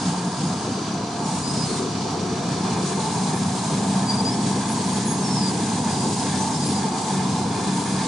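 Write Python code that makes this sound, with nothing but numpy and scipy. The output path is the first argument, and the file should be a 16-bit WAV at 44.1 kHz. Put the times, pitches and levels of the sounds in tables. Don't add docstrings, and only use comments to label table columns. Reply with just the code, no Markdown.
import sys
import numpy as np
from scipy import signal
from scipy.fft import rfft, irfft, next_fast_len
from scipy.io import wavfile

SR = 44100
rng = np.random.default_rng(int(sys.argv[2]) if len(sys.argv) > 2 else 0)


def master(y):
    cut = np.clip(np.atleast_2d(y).T, -1, 1)
    pcm = np.round(cut * 32767)
    wavfile.write(sys.argv[1], SR, pcm.astype(np.int16))


N = 355887
TIME = np.arange(N) / SR
BINS_HZ = np.maximum(np.fft.rfftfreq(next_fast_len(N, True), 1 / SR), 1)


def from_db(db):
    return 10 ** (np.asarray(db) / 20)


def unit_rms(x):
    return x / np.sqrt(np.mean(x ** 2) + 1e-20)


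def in_time(rows):
    times_s, *columns = np.transpose(rows)
    return [np.interp(TIME, times_s, column) for column in columns]


def at_hz(spectrum, hz):
    points_hz, db = np.transpose(spectrum)
    return np.interp(np.log(hz), np.log(points_hz), db)


def drift(rate_hz):
    hop, settle = 40, 2000
    pole = np.exp(-2 * np.pi * hop * rate_hz / SR)
    white = rng.standard_normal(N // hop + settle + 2)
    slow = signal.lfilter([1], [1, -2 * pole, pole * pole], white)[settle:]
    return np.interp(np.arange(N) / hop, np.arange(len(slow)), unit_rms(slow))


def waver(depth_db, rate_hz):
    return from_db(depth_db * drift(rate_hz))


def onset(at_s, fade_s):
    return 0.5 + 0.5 * np.sin(np.pi * np.clip((TIME - at_s) / fade_s, -0.5, 0.5))


def gate(start_s, end_s, edge_s):
    return onset(start_s, edge_s) * (1 - onset(end_s, edge_s))


def swells(rows, edge_s):
    return sum(from_db(db) * gate(start_s, end_s, edge_s) for start_s, end_s, db in rows)


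def screened():
    return gate(0.43, 3.77, edge_s=1)


def dip():
    return from_db(-6 * gate(6.97, 7.11, edge_s=0.07))


def turning(hz):
    return 2 * np.pi * np.cumsum(hz) / SR


# frequency in Hz, side gain in dB.
WIDTH = [(40, -22), (100, -36.5), (290, -28.5), (430, -22), (640, -16), (900, -13), (1420, -7), (2100, -6),
         (3120, -12.5), (4640, -6), (6880, -4), (10200, -7)]
# frequency in Hz, left minus right in dB.
LEAN = [(100, 0.5), (280, 0), (430, 5.5), (640, -4.5), (850, -3), (1080, 3), (1500, -1), (2500, 0),
        (4000, -3.5), (5100, -4), (5700, 2), (6400, 5.5), (7500, 3), (8600, 0)]

def placed(mid, side, hz):
    side = side * from_db(at_hz(WIDTH, hz))
    lean = from_db(at_hz(LEAN, hz) / 2)
    return np.array([(mid + side) * lean, (mid - side) / lean])


def noise(spectrum):
    white = rng.standard_normal((2, next_fast_len(N, True)))
    mid, side = rfft(white) * from_db(at_hz(spectrum, BINS_HZ))
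    stereo = irfft(placed(mid, side, BINS_HZ))[:, :N]
    return stereo / np.std(stereo.mean(axis=0))


def ringing(modes):
    response = sum(from_db(db) / (1 + ((BINS_HZ - hz) / width_hz) ** 2) for hz, width_hz, db in modes)
    return noise(np.column_stack([BINS_HZ, 20 * np.log10(response)]))


def tones(phase, base_hz, orders, scatter, scatter_hz):
    out = np.zeros((2, N))
    for order, db in orders:
        angle = order * phase + rng.uniform(0, 2 * np.pi)
        cos, sin = np.cos(angle), np.sin(angle)
        mid = (1 + scatter * drift(scatter_hz)) * cos + scatter * drift(scatter_hz) * sin
        mid /= np.sqrt(1 + 2 * scatter ** 2)
        side = sin * drift(0.83)
        out += np.sqrt(2) * from_db(db) * placed(mid, side, order * base_hz)
    return out


CYCLE_HZ = 15.88
# multiple of the cycle rate, relative level in dB.
DIESEL_ORDERS = [(5, -62), (6, -41.5), (7, -41.5), (8, -37), (9, -38), (10, -41), (11, -41.5), (12, -28.5),
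                 (13, -35), (14, -34), (16, -34), (18, -42.5), (22, -45), (24, -47.5), (26, -44.5),
                 (28, -47), (30, -69)]

def diesel(cycle):
    hidden = 1 - onset(3.5, fade_s=0.83)
    firing = tones(cycle, CYCLE_HZ, DIESEL_ORDERS, scatter=0.4, scatter_hz=5.6)
    return firing * dip() * from_db(-2 - 5.5 * hidden)


# multiple of the pump rate, relative level in dB.
PUMP_ORDERS = [(1, -52), (2, -41), (6, -58), (12, -72)]

def pump(hz=146.7):
    phase = turning(hz * (1 + 0.002 * drift(1.2)))
    whine = tones(phase, hz, PUMP_ORDERS, scatter=0.17, scatter_hz=0.29)
    return whine * from_db(3 - 5 * screened())


# multiple of the blade rate, relative level in dB.
FAN_ORDERS = [(1, -54.5), (2, -47)]
# time in seconds, blade rate in Hz, gain in dB.
FAN_CURVE = [(0, 351, -5), (0.2, 351, 3), (0.35, 351.6, -1), (0.5, 353, 8), (0.68, 351, -1),
             (1.0, 347, 9.5), (1.17, 350.6, 11), (1.45, 352, -7), (1.85, 353, 6), (2.35, 352.2, 6.5),
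             (2.9, 349, 4.5), (3.5, 347.3, -1), (4.4, 350, 4), (8.07, 353, -9)]

def fan():
    blade_hz, gain_db = in_time(FAN_CURVE)
    phase = turning(blade_hz * (1 + 0.002 * drift(3)))
    return tones(phase, blade_hz.mean(), FAN_ORDERS, scatter=0.25, scatter_hz=9) * from_db(gain_db)


# frequency in Hz, relative density in dB.
RUMBLE = [(20, -40), (45, -50), (72, -30), (92, -3.5), (108, -4.5), (125, -3.5), (150, 6.5), (175, 3),
          (205, -0.5), (245, 3.5), (280, -7.5), (350, -11.5), (600, -61)]

def exhaust_rumble(stroke):
    throb = waver(1.5, 4.2) * (1 + 0.42 * stroke)
    return from_db(-32.5 + screened()) * noise(RUMBLE) * throb * dip()


# frequency in Hz, relative density in dB.
DRONE = [(180, -19), (280, 4.5), (340, 2), (440, 1), (500, -1), (560, -7.5), (700, -40), (1200, -42)]

def body_drone():
    return from_db(-35.5) * noise(DRONE) * waver(2.7, 12.4)


# frequency in Hz, relative density in dB.
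ROAR = [(450, -42), (590, -3.5), (690, 3), (780, 7), (890, 5.5), (1000, 2.5), (1090, 0), (1230, -4),
        (1430, -6), (1650, -7.5), (1770, -24.5), (1900, -13), (2400, -34), (4000, -56)]

def drum_roar():
    return from_db(-33.5) * noise(ROAR) * waver(1.2, 20)


def chips(per_s=2500, pitches=10, size_db=2.5, clump_db=5):
    out = np.zeros((2, N))
    for hz in np.geomspace(3930, 9230, pitches):
        hits = rng.random(N) < per_s / pitches * waver(clump_db, 8) / SR
        size = np.minimum(rng.exponential(1, N), 4)
        pan = rng.uniform(0, np.pi / 2, N)
        clicks = hits * from_db(size_db * size) * [np.cos(pan), np.sin(pan)]
        out += signal.lfilter(*signal.iirpeak(hz, Q=9, fs=SR), clicks + 1e-18)
    return unit_rms(out)


# frequency in Hz, relative density in dB.
HISS = [(1200, -28), (2000, -3.5), (2430, -2), (2780, -2), (3050, 0), (3400, 0), (4050, 3), (4400, 2.5),
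        (4850, 4.5), (5350, -0.5), (5750, 3), (6300, -0.5), (7500, -6), (10500, -24)]
SIZZLE = [(3500, -23), (5500, -8), (6150, -2.5), (6650, 7), (7400, 4), (7900, 5.5), (8500, 4.5), (9100, 6),
          (9550, 4), (9850, -6), (10100, 3), (10600, -6.5)]
# time in seconds, relative level in dB.
SIZZLE_LEVEL = [(0.0, -43.5), (0.33, -42.5), (0.6, -45), (1.05, -51), (1.3, -40), (1.78, -38.5),
                (1.87, -48.5), (2.1, -50.5), (2.8, -44), (2.9, -41), (3.7, -39.5), (4.45, -40.5),
                (4.7, -39), (6.7, -38.0), (6.9, -42), (7.1, -38.5), (7.3, -42.5), (8.07, -39)]

def grit_spray(stroke):
    sizzle_db, = in_time(SIZZLE_LEVEL)
    swing_db = sizzle_db - sizzle_db.mean()
    bite = waver(1.0, 6.7) * (1 + 0.058 * stroke)
    hiss = from_db(-37 + 0.041 * swing_db) * noise(HISS)
    sizzle = from_db(sizzle_db + 1.5) * (noise(SIZZLE) + from_db(-4.5) * chips())
    return (hiss + sizzle) * bite


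# delay in ms, gain in dB.
REFLECTIONS = [(0.901, -12.5), (1.7, -11.5), (3.1, -14)]

def reflected(direct, travel_ms=0.12, skew_ms=0.07):
    out = direct.copy()
    for delay_ms, db in REFLECTIONS:
        path_ms = delay_ms + travel_ms * drift(0.14)
        for channel, extra_ms in enumerate([skew_ms, -skew_ms]):
            sent_s = TIME - (path_ms + extra_ms) / 1000
            out[channel] += from_db(db) * np.interp(sent_s, TIME, direct[channel], left=0)
    return out


# frequency in Hz, half-width in Hz, relative density in dB.
HOUSING_MODES = [(772, 41, 5), (888.4, 26, 13.5), (1010, 45, -7), (1153, 56, -23)]
# start in seconds, end in seconds, level in dB.
HOUSING_SURGES = [(1.22, 1.37, -34), (2.0, 2.2, -43), (2.62, 2.8, -36.5), (2.95, 3.36, -33.5),
                  (5.85, 6.3, -48), (6.3, 6.56, -37), (6.76, 7.22, -38), (7.34, 7.46, -39),
                  (7.53, 7.88, -41)]

def drum_housing(bend_share=0.01097, bend_hz=3.99):
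    warped_s = TIME + bend_share * np.cumsum(drift(bend_hz)) / SR
    ring = ringing(HOUSING_MODES)
    bent = np.array([np.interp(warped_s, TIME, channel, period=N / SR) for channel in ring])
    gain = from_db(-37.5 - 9 * screened()) + swells(HOUSING_SURGES, edge_s=0.079)
    return gain * waver(0.81, 17) * bent


# frequency in Hz, half-width in Hz, relative density in dB.
GEAR_MODES = [(1616, 63, 1), (1755, 45, 3), (2120, 58, -3), (2320, 30, -3.5), (2455, 36, 0.5),
              (3454, 88, 0), (9130, 80, -6.5)]
# start in seconds, end in seconds, level in dB.
GEAR_RATTLES = [(2.58, 2.97, -50), (3.34, 3.5, -59), (6.2, 6.4, -56), (7.52, 8.07, -47)]

def running_gear():
    hidden = 1 - onset(2.17, fade_s=0.24)
    gain = from_db(-45.75 - 4.5 * hidden) + swells(GEAR_RATTLES, edge_s=0.039)
    return gain * waver(2.7, 6.8) * ringing(GEAR_MODES)


CYLINDERS_DB = [7, -15, -12, -1, -11, -16.5]

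def exhaust_puffs(crank, uneven_db=2.0, pipe_hz=(137, 257)):
    firing = np.floor(crank / (4 * np.pi) * len(CYLINDERS_DB)).astype(int)
    at = np.flatnonzero(np.diff(firing))
    cylinder_db = np.array(CYLINDERS_DB)[firing[at] % len(CYLINDERS_DB)]
    size, polarity = rng.standard_normal((2, len(at)))
    clicks = np.zeros(N)
    clicks[at] = np.sign(polarity) * from_db(cylinder_db + uneven_db * size)
    pipe = signal.butter(4, pipe_hz, "band", fs=SR, output="sos")
    return unit_rms(signal.sosfilt(pipe, clicks))


# multiple of the crank rate, relative level in dB.
TRUCK_ORDERS = [(3, -21.5), (4, -12), (5, -12), (6, -0.5), (7, -16), (9, -30), (12, -22.5)]
# time in seconds, crank rate in Hz.
TRUCK_SPEED = [(0, 30), (2.3, 29), (2.7, 31.2), (3.95, 32.2), (4.75, 34.3), (5.2, 36.3), (5.85, 37.3),
               (6.55, 36.4), (7.15, 31.5), (8.07, 31.2)]
# start in seconds, end in seconds, gain in dB.
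TRUCK_PULLS = [(0, .55, -31.5), (2.45, 3.15, -31), (3.15, 4.0, -28), (4.0, 4.6, -30.5), (4.6, 5.3, -33.5),
               (5.3, 5.95, -29.5), (6.6, 6.95, -36), (7.12, 7.55, -33), (7.55, 8.07, -38)]

def truck_exhaust(coast_db=-50):
    crank_hz, = in_time(TRUCK_SPEED)
    crank = turning(crank_hz * (1 + 0.003 * drift(5)))
    throttle = from_db(coast_db) + swells(TRUCK_PULLS, edge_s=0.11)
    boom = tones(crank, crank_hz.mean(), TRUCK_ORDERS, scatter=0.3, scatter_hz=7)
    lurch = 1 + 0.27 * np.cos(crank / 2)
    chug = from_db(-5) * exhaust_puffs(crank)
    return throttle * dip() * (boom * lurch + chug)


# frequency in Hz, relative density in dB.
TYRES = [(300, -16), (520, -7.5), (670, 6.5), (760, 9.5), (900, 2), (1020, 0.5), (1300, -16), (2200, -39)]
FRAME = [(55, -29), (75, -15), (92, 3.5), (115, 5.5), (145, -1.5), (220, -31)]

def truck_rolling():
    def nearness(peak_s, distance_over_speed_s):
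        return 1 / np.hypot(1, (TIME - peak_s) / distance_over_speed_s)
    tyres = from_db(-36.5) * noise(TYRES) * waver(0.73, 8.6) * nearness(3.85, 0.44)
    frame = from_db(-38.5) * noise(FRAME) * nearness(3.8, 0.72)
    return tyres + frame


# start in seconds, length in seconds, first and last pitch in Hz,
# level before echoes in dB, pitch jitter in Hz.
SQUEALS = [(0.418, 0.077, 6650, 6820, -44, 40), (1.263, 0.19, 7020, 7160, -43, 23),
           (1.425, 0.068, 4820, 4980, -41, 20), (1.486, 0.037, 4990, 5080, -36.5, 30),
           (1.522, .03, 5220, 5280, -38, 40), (1.54, .12, 5130, 4920, -37.5, 85),
           (1.665, 0.1, 4380, 4200, -41, 130), (1.752, 0.043, 3950, 3600, -40, 170),
           (3.33, .07, 10100, 10000, -46, 70), (4.058, 0.036, 4800, 4740, -36, 20),
           (4.081, 0.038, 4800, 4770, -27.5, 15), (4.112, .04, 4780, 4800, -33, 15),
           (4.163, 0.051, 4750, 4860, -33, 28), (4.245, 0.057, 4880, 4900, -33.5, 21),
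           (4.31, 0.034, 5180, 5080, -33, 35), (4.68, 0.066, 9920, 9970, -40, 56),
           (4.843, 0.15, 9800, 9800, -45, 88), (5.048, 0.1, 9820, 9900, -36.5, 35),
           (5.068, 0.059, 6680, 6580, -31, 24), (5.132, 0.1, 6680, 6400, -40.5, 90),
           (5.23, 0.15, 5420, 5350, -35.5, 38), (5.35, 0.07, 5130, 5180, -32.5, 55),
           (5.41, 0.09, 5000, 4780, -36, 140), (5.88, 0.2, 4770, 4740, -42, 30),
           (6.383, .05, 6030, 5980, -39, 70), (6.43, 0.07, 5920, 5780, -44, 170),
           (6.525, .05, 5240, 5100, -38.5, 110), (6.59, 0.07, 4940, 4760, -41, 220),
           (6.655, 0.08, 5050, 5330, -40.5, 210), (6.745, 0.05, 4700, 5000, -39, 220),
           (6.646, .095, 9730, 9810, -40, 35), (7.717, 0.23, 9660, 9800, -47, 99)]

def track_squeals(edge_s=0.013, echo_db=2.5, echo_t60_s=0.085):
    direct = np.zeros(N)
    slip, grip = drift(160), waver(2.0, 110)
    for start_s, length_s, first_hz, last_hz, db, rasp_hz in SQUEALS:
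        on = (TIME >= start_s) & (TIME < start_s + length_s)
        t = TIME[on] - start_s
        swell = np.sin(np.pi / 2 * np.clip(np.minimum(t, length_s - t) / edge_s, 0, 1))
        hz = first_hz + (last_hz - first_hz) * t / length_s + rasp_hz * slip[on]
        direct[on] += from_db(db) * swell * grip[on] * np.sin(turning(hz))
    echo = rng.standard_normal((2, SR // 4)) * from_db(-60 * TIME[:SR // 4] / echo_t60_s)
    echo /= np.linalg.norm(echo, axis=1, keepdims=True)
    return direct + from_db(echo_db) * signal.fftconvolve(direct[None], echo, axes=1)[:, :N]


# frequency in Hz, relative density in dB.
WASH = [(30, -21), (55, -12), (90, -1.5), (140, 2.5), (200, 2), (300, 2), (450, 3), (600, 5.5), (900, -17),
        (1500, -21)]

def street_wash():
    return from_db(-44) * onset(1.27, fade_s=0.44) * noise(WASH).mean(axis=0) * [[1], [-1]]


# frequency in Hz, relative density in dB.
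SCRAPE_SPECTRUM = [(1500, 3), (2800, -6), (3700, 2), (4400, 1), (5100, 1), (6000, -4), (9000, -30)]
# start in seconds, end in seconds, level in dB.
SCRAPES = [(1.55, 1.81, -39), (2.98, 3.1, -44), (4.95, 5.06, -38), (6.22, 6.4, -39.5), (6.4, 6.8, -49),
           (7.97, 8.07, -36)]

def track_scrapes():
    return swells(SCRAPES, edge_s=0.05) * noise(SCRAPE_SPECTRUM) * waver(2.5, 45)


# frequency in Hz, half-width in Hz, relative density in dB.
PANEL_MODES = [(369, 14, 0.5), (435, 22, -1.5)]
# start in seconds, end in seconds, level in dB.
GROWLS = [(1.68, 1.88, -31.5), (1.88, 2.15, -40), (2.15, 2.4, -33.5), (2.55, 2.97, -35), (3.1, 3.3, -38),
          (5.2, 5.7, -40), (6.8, 7.52, -40)]

def panel_growls():
    return swells(GROWLS, edge_s=0.015) * ringing(PANEL_MODES)


def scene():
    cycle = turning(CYCLE_HZ * (1 + 0.002 * drift(0.8)))
    stroke = np.cos(2 * cycle)
    engine = diesel(cycle) + pump() + fan() + exhaust_rumble(stroke) + body_drone()
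    milling = reflected(drum_roar() + grit_spray(stroke)) + drum_housing() + running_gear()
    truck = truck_exhaust() + truck_rolling()
    return engine + milling + truck + track_squeals() + street_wash() + track_scrapes() + panel_growls()


def record(dry):
    cutoff_hz = 10500
    return signal.sosfilt(signal.ellip(14, 0.1, 80, cutoff_hz, fs=SR, output="sos"), dry)


dry = scene()
out = record(dry)
master(out)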